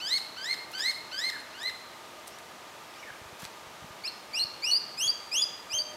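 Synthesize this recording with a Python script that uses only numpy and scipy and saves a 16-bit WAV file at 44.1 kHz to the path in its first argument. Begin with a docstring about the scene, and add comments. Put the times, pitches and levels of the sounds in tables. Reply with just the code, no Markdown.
"""Bird calling over leaf litter

A bird in the trees gives five reedy, rising whines, pauses, then six yelps that break up into a squeak.
Trunks and foliage scatter the calls; other birds answer faintly from far off. Dry leaves tick,
the hand-held microphone bumps softly, and a faint hum sets in late over a steady distant rush."""
import sys
import numpy as np
from scipy import signal
from scipy.fft import rfft, irfft
from scipy.io import wavfile
from scipy.ndimage import uniform_filter1d

SR = 44100
rng = np.random.default_rng(int(sys.argv[2]) if len(sys.argv) > 2 else 0)


def transcribe(u):
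    """Save the signal u as a 16-bit wav file named by the first command-line argument.

    u: samples, shape (n,) or (channels, n), limited to [-1, 1]; the rate is SR.
    q: integer samples, one column per channel.
    """
    v = np.clip(np.atleast_2d(u).T, -1, 1)
    q = np.round(v * 32767).astype(np.int16)
    wavfile.write(sys.argv[1], SR, q)


N = 262836
TIME = np.arange(N) / SR

# Low register. Each row: start and time to the top in seconds, shelf and top pitch in Hz, time to the
# steepest climb and its half width in seconds, then in dB the drive of the fundamental, second harmonic
# and higher harmonics, and the swell over the climb.
WHINE_NOTES = [(0.0, 0.17, 1451, 2195, 0.099, 0.05, -35.5, -24, -28.5, 6.5),
               (0.363, .168, 1492, 2140, 0.098, 0.04, -32, -30.5, -33.5, 4.5),
               (0.73, .174, 1474, 2160, 0.1, 0.052, -30.5, -27.5, -29.5, 5.5),
               (1.113, .177, 1486, 2124, .095, .044, -32.5, -29, -32, 3.5),
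               (1.527, .16, 1348, 2084, .083, .054, -33.5, -30, -37.5, 15)]
# Middle register. Each row: start in seconds, start and top pitch in Hz, time to the steepest climb and
# its half width in seconds, then drive, swell and overtone offset in dB.
YELP_NOTES = [(4.036, 2123, 2794, .005, 0.047, -32.5, -6, -18),
              (4.329, 2214, 2900, 0.023, 0.03, -33, -0.5, -17),
              (4.62, 2200, 2942, 0.028, 0.032, -32.5, -2, -17.5),
              (4.973, 2460, 3340, 0.042, 0.024, -32.5, -0.5, -9.5),
              (5.314, 2407, 3460, .045, 0.0313, -30.5, -1.5, -13),
              (5.696, 2385, 3177, 0.034, 0.015, -34.5, 7, -14)]
# Top register, one per yelp. Each row: start and length in seconds, start and end pitch in Hz,
# mid-note level and swell in dB.
SQUEAK_NOTES = [(4.075, 0.018, 4130, 4620, -33.5, -10), (4.393, 0.05, 4107, 4550, -28, -5),
                (4.712, 0.066, 4320, 4950, -24, -2.5), (5.076, 0.031, 4534, 4830, -24, 1),
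                (5.42, 0.024, 4833, 4967, -23.5, -6), (5.785, 0.038, 4580, 4760, -29.5, -8)]
# Throat resonances that a whine's harmonics sweep through. Each row: frequency in Hz, gain in dB.
WHINE_THROAT_EQ = [(1300, -5), (1520, -10), (1700, -6.5), (2120, -3), (2600, -2.5), (3050, -10),
                   (3400, -14.5), (3850, -5.5), (4280, -2), (4500, -8), (5000, 1), (5500, -10.5),
                   (6050, -19.5), (6500, -18.5), (7300, -9), (8050, -21.5), (8600, -20.5)]
# Peaks and dips a yelp sweeps through, from the voice and the ground reflection.
# Each row: frequency in Hz, gain in dB.
YELP_COLOUR_EQ = [(2200, -4.5), (2450, 0.5), (2600, -11), (2830, 3.5), (3020, -4), (3250, 2), (4400, -1),
                  (4800, 5), (5150, 2), (5550, -4), (6150, 3), (6900, -3.5)]
# How the beak radiates the upper overtones. Each row: frequency in Hz, gain in dB.
BEAK_EQ = [(5000, 14), (7300, -3), (8600, -1), (9400, -8), (10100, -5.5), (11600, -3), (13000, -12),
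           (15500, -20)]
# Far yelps. Each row: start and length in seconds, start and top pitch in Hz, drive of the fundamental
# and second harmonic in dB.
FAR_YELP_NOTES = [(2.305, .055, 2580, 2950, -60, -58.5), (2.945, .062, 2260, 2980, -54.5, -55)]
# Another bird's husky, falling notes. Each row: start and length in seconds, start and end pitch in Hz,
# drive in dB.
FAR_CHIRP_NOTES = [(1.321, .048, 1817, 1627, -39.5), (3.025, 0.02, 2300, 2170, -45.5),
                   (3.055, 0.0556, 1875, 1584, -47)]
# First reflections off the ground and near branches. Each row: delay in seconds, gain in dB.
EARLY_ECHOES = [(.0045, -38), (.011, -13)]
# Dry leaves ticking. Each row: start in seconds, dry peak in dB, low and high band edge in Hz.
LEAF_TICKS = [(0.717, -38, 3026, 12940), (1.402, -39, 3000, 11960), (1.631, -32, 4040, 11250),
              (2.273, -36, 5000, 12000), (2.279, -29.5, 5900, 9600), (2.387, -36.5, 3000, 9500),
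              (2.94, -41, 2200, 4800), (3.4215, -35, 7070, 12500), (3.4445, -33, 1780, 9300),
              (3.4517, -26, 1800, 7500)]
# Leaves brushing. Each row: centre and half width in seconds, dry level in dB, low band edge in Hz.
LEAF_BRUSHES = [(0.72, 0.009, -53, 3980), (0.792, 0.0069, -40, 790), (2.279, 0.0051, -48, 3180),
                (3.401, 0.0065, -50, 1780), (3.437, 0.019, -46.5, 700)]
# The hand nudging the microphone. Each row: start in seconds, strength in dB, pitch in Hz.
HAND_BUMPS = [(3.109, -51, 110), (3.214, -46, 100), (3.255, -46, 90), (3.325, -43, 140), (3.429, -38, 161),
              (3.452, -47, 96), (3.666, -48, 90), (3.822, -42, 115), (3.842, -39, 170), (3.904, -44, 106.6),
              (4.446, -45, 129), (5.06, -45, 111), (5.737, -45, 98)]
# Tone colour of the distant rush. Each row: frequency in Hz, relative gain in dB.
RUSH_EQ = [(15, -60), (28, -33), (70, -13), (165, -9.5), (340, -5.5), (500, -5), (950, -3.5), (1250, -6.5),
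           (1500, -7), (3500, -11.5), (6700, -17.5), (10000, -23.5), (14000, -26), (15600, -33)]
# Droning bands within the rush. Each row: centre and width in Hz, level in dB.
DRONE_BANDS = [(346.8, 4.6, -70), (630, 57, -61), (918, 50, -60), (1214, 38, -57.5)]

BREAK_GAP_S = .0008  # the voice stops this long between yelp and squeak


def whine(s, top_s, shelf_hz, top_hz, steep_s, width_s, first_db, second_db, higher_db, swell_db):
    """Scoop, shelf, climb and a downward flick; each harmonic flares as it crosses a throat resonance."""
    scoop_depth, overshoot_s, settle_s = .174, .03, .013
    flick_s, flick_drop, flick_fade_db = .019, .477, -15
    overtone_db, tilt_db, brighten_db = -22, 2.3, 11.5
    t = ages(top_s + flick_s)
    scoop = 1 - scoop_depth * np.exp(-t / settle_s) * np.cos(np.pi * t / overshoot_s)
    climb = rise(t, top_s, steep_s, width_s)
    flick = progress(t - top_s, flick_s) ** 2
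    hz = (shelf_hz + (top_hz - shelf_hz) * climb) * scoop * (1 - flick_drop * flick)
    effort = onset(t, length_s=.02, soft_db=-13) + swell_db * (climb - 1) + flick_fade_db * flick
    drives = (first_db, second_db, higher_db, higher_db)
    low = [db + effort + at_hz(WHINE_THROAT_EQ, k * hz) for k, db in enumerate(drives, 1)]
    top = higher_db + overtone_db + effort
    sheen = brighten_db * (climb - 1)  # the top end opens up over the climb
    high = [top + tilt_db * (k - 5) + at_hz(BEAK_EQ, k * hz) + (k > 5) * sheen for k in range(5, 10)]
    rasp = .0035 * (1 + 3.2 * np.sin(np.pi * climb) ** 2)  # roughest in mid-climb
    return note(s, hz, low + high, jitter=rasp, jitter_hz=700, flutter_db=2.17, edge_s=.0026)


def whines():
    """The low register is reedy and a little raspy, with a hiss of air that follows the voice."""
    voice = sum(whine(*row) for row in WHINE_NOTES)
    strength = uniform_filter1d(np.abs(voice), size=500)
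    air = rms_one(band(rng.standard_normal(N), 5500, 16600))
    return voice + from_db(-35) * strength * air


def yelp(s, start_hz, top_hz, steep_s, width_s, db, swell_db, overtone_db, break_s):
    """A quick S-shaped rise that sweeps through peaks and dips until the voice breaks."""
    tilt_db = -2.5  # per harmonic
    t = ages(break_s - BREAK_GAP_S - s)
    hz = start_hz + (top_hz - start_hz) * rise(t, t[-1], steep_s, width_s)
    effort = db + onset(t, length_s=.028, soft_db=-15.5) + swell_db * (t / t[-1] - .5)
    low = [effort + at_hz(YELP_COLOUR_EQ, k * hz) for k in (1, 2)]
    high = [effort + overtone_db + tilt_db * (k - 4) + at_hz(BEAK_EQ, k * hz) for k in range(3, 6)]
    return note(s, hz, low + high, jitter=.0037, jitter_hz=500, flutter_db=.94, edge_s=.002)


def squeak(s, length_s, start_hz, end_hz, db, swell_db, overtone_db=-18):
    """A nearly pure whistle that slides upward, faster toward its end."""
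    share = progress(ages(length_s), length_s)
    hz = start_hz + (end_hz - start_hz) * share ** 1.32
    effort = db + swell_db * (share - .5)
    high = [effort + overtone_db + at_hz(BEAK_EQ, k * hz) for k in (2, 3)]
    return note(s, hz, [effort] + high, jitter=.001, jitter_hz=400, flutter_db=.5, edge_s=.0019)


def breaking_yelps(crack_db=-9):
    """The voice flips register from each yelp into its squeak with a tiny crack."""
    yelps = sum(yelp(*row, break_s=after[0]) for row, after in zip(YELP_NOTES, SQUEAK_NOTES))
    squeaks = sum(squeak(*row) for row in SQUEAK_NOTES)
    cracks, t = np.zeros(N), TIME[:SR // 100]
    for s, _, _, _, db, _ in SQUEAK_NOTES:
        crack = band(rng.standard_normal(len(t)) * np.exp(-t / .0022), 3900, 10600)
        add(cracks, s - BREAK_GAP_S / 2, from_db(db + crack_db) * crack)
    return yelps + squeaks + cracks


def far_birds():
    """Faint answers, their upper overtones lost on the way."""
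    out = np.zeros(N)
    for s, length, start_hz, top_hz, db, octave_db in FAR_YELP_NOTES:
        hz = start_hz + (top_hz - start_hz) * rise(ages(length), length, length / 2, length / 2)
        out += note(s, hz, [db, octave_db], jitter=.016, jitter_hz=400, flutter_db=3.5, edge_s=.0054)
    for s, length, start_hz, end_hz, db in FAR_CHIRP_NOTES:
        hz = start_hz + (end_hz - start_hz) * ages(length) / length
        out += note(s, hz, [db], jitter=.055, jitter_hz=348, flutter_db=3, edge_s=.0025)
    return out


def woods(x, spray_db, spray_s, body_db, treble_db, t60, treble_t60):
    """Two early echoes, a quick spray off the foliage, then a tail from the trunks that dulls as it dies."""
    t = TIME[:SR]
    spray = rng.standard_normal(SR) * t * np.exp(-t / spray_s)
    scatter = rng.standard_normal(SR) * (1 - np.exp(-t / .012))
    body = band(scatter, 600, 6500) * from_db(-60 * t / t60)
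    treble = band(scatter, 7500, 14500) * from_db(-60 * t / treble_t60)
    layers = (spray_db, spray), (body_db, body), (treble_db, treble)
    response = sum(from_db(db) * rms_one(layer) for db, layer in layers) / np.sqrt(SR)
    for delay, db in EARLY_ECHOES:
        response[round(delay * SR)] += from_db(db)
    return signal.fftconvolve(x, response)[:N]


def leaves(grain_spread_db=4.5):
    """A dry leaf snaps in a millisecond; brushing is a cloud of tiny snaps."""
    out, t = np.zeros(N), TIME[:SR // 50]
    for s, db, low_hz, high_hz in LEAF_TICKS:
        snap = band(rng.standard_normal(len(t)) * np.exp(-t / .0012), low_hz, high_hz)
        add(out, s, from_db(db) * snap / np.abs(snap).max())
    grains = rng.standard_normal(N) * from_db(grain_spread_db * rng.standard_normal(N))
    for s, width_s, db, low_hz in LEAF_BRUSHES:
        swell = np.exp(-((TIME - s) / width_s) ** 2 / 2)
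        out += from_db(db) * swell * rms_one(band(grains, low_hz, 5 * low_hz, order=1))
    return out


def hand_bumps():
    """Each bump rocks the microphone for a cycle or two: a soft, dull thud."""
    out, t = np.zeros(N), TIME[:SR // 10]
    age = t / .0024  # the push peaks at 2.4 ms
    for s, db, hz in HAND_BUMPS:
        add(out, s, from_db(db) * age * np.exp(1 - age) * np.sin(2 * np.pi * hz * t))
    return band(out, 48, 570)


def distant_rush(level_db=-48):
    """A steady bed of dark noise with a few droning bands."""
    hz = np.arange(N // 2 + 1) * SR / N
    spectrum = rfft(rng.standard_normal(N)) * from_db(at_hz(RUSH_EQ, hz))
    drones = sum(from_db(db) * rms_one(resonance(rng.standard_normal(N), centre, width))
                 for centre, width, db in DRONE_BANDS)
    return from_db(level_db) * rms_one(irfft(spectrum, N)) + drones


def hum(start_s=5.735, pitch_hz=606, level_db=-53, octave_db=-24):
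    """A faint tone that sets in late, then grows louder and brighter."""
    swell_s, swell_db_per_s, brighten_db_per_s = 5.89, 79, 230
    late = np.maximum(TIME[TIME >= start_s] - swell_s, 0)
    db = level_db + swell_db_per_s * late
    levels = [db, db + octave_db + brighten_db_per_s * late]
    hz = np.full(len(late), pitch_hz)
    return note(start_s, hz, levels, jitter=.0074, jitter_hz=40, flutter_db=1.5, edge_s=.012)


def note(s, hz, levels, jitter, jitter_hz, flutter_db, edge_s):
    """One note at time s, with a level in dB for each harmonic; jitter is a share of the pitch."""
    t = TIME[:len(hz)]
    unsteady_hz = hz * (1 + jitter * wander(SR // 2, jitter_hz)[:len(t)])
    phase = 2 * np.pi * np.cumsum(unsteady_hz) / SR
    voice = sum(from_db(db) * np.sqrt(2) * np.sin(k * phase) for k, db in enumerate(levels, 1))
    gate = progress(np.minimum(t, t[-1] - t), edge_s)
    flutter = from_db(flutter_db * wander(SR // 2, rate_hz=120)[:len(t)])
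    track = np.zeros(N)
    add(track, s, voice * gate * flutter)
    return track


def rise(t, length_s, steep_s, width_s):
    """An S-shaped climb from 0 to 1, steepest at steep_s."""
    curve = np.tanh((np.minimum(t, length_s) - steep_s) / width_s)
    return (curve - curve[0]) / (curve[-1] - curve[0])


def onset(t, length_s, soft_db):
    """The voice comes up to strength, from soft_db to 0 dB."""
    return soft_db * (1 - progress(t, length_s))


def progress(t, length_s):
    """A ramp from 0 to 1 that then holds."""
    return np.clip(t / max(length_s, 1e-4), 0, 1)


def ages(length_s):
    """Sample times within a note."""
    return np.arange(0, length_s, 1 / SR)


def wander(size, rate_hz):
    """Smooth random modulation with rms 1."""
    return rms_one(signal.sosfilt(signal.butter(2, rate_hz, fs=SR, output="sos"), rng.standard_normal(size)))


def band(x, low_hz, high_hz, order=2):
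    """Band-pass."""
    edges_hz = [low_hz, min(high_hz, SR / 2 - 1000)]
    return signal.sosfilt(signal.butter(order, edges_hz, "band", fs=SR, output="sos"), x)


def resonance(x, hz, width_hz):
    """Two-pole resonance with gain 1 at its peak."""
    r = np.exp(-np.pi * width_hz / SR)
    feedback = [1, -2 * r * np.cos(2 * np.pi * hz / SR), r * r]
    return signal.lfilter(np.array([1, 0, -1]) * (1 - r * r) / 2, feedback, x)


def at_hz(points, hz):
    """Read an EQ curve in dB on a log-frequency axis."""
    known_hz, db = np.transpose(points)
    return np.interp(np.log(np.maximum(hz, 1)), np.log(known_hz), db)


def from_db(db):
    """Decibels to gain."""
    return 10 ** (np.asarray(db) / 20)


def rms_one(x):
    """Scale to rms 1."""
    return x / np.sqrt(np.mean(x ** 2) + 1e-20)


def add(out, s, sound):
    """Mix a sound in at time s."""
    start = max(round(s * SR), 0)
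    out[start:start + len(sound)] += sound[:N - start]


def scene():
    """Mono mix: whines ring longer and brighter than yelps and leaves; the far birds are wettest."""
    low, high, far = whines(), breaking_yelps() + leaves(), far_birds()
    low += woods(low, spray_db=-11.5, spray_s=.037, body_db=-14.5, treble_db=-7.5,
                 t60=.87, treble_t60=.47)
    high += woods(high, spray_db=-11.5, spray_s=.0078, body_db=-14, treble_db=-13.5,
                  t60=.64, treble_t60=.24)
    far_echo = woods(far, spray_db=-9, spray_s=.013, body_db=-12, treble_db=-20, t60=1, treble_t60=.42)
    return (low + high + from_db(-1.5) * far + far_echo + hand_bumps() + distant_rush() + hum())[None]


def record(dry):
    """A steep low-pass trims the very top."""
    cutoff_hz = 15750
    return signal.sosfilt(signal.ellip(12, .1, 90, cutoff_hz, fs=SR, output="sos"), dry)


dry = scene()
out = record(dry)
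transcribe(out)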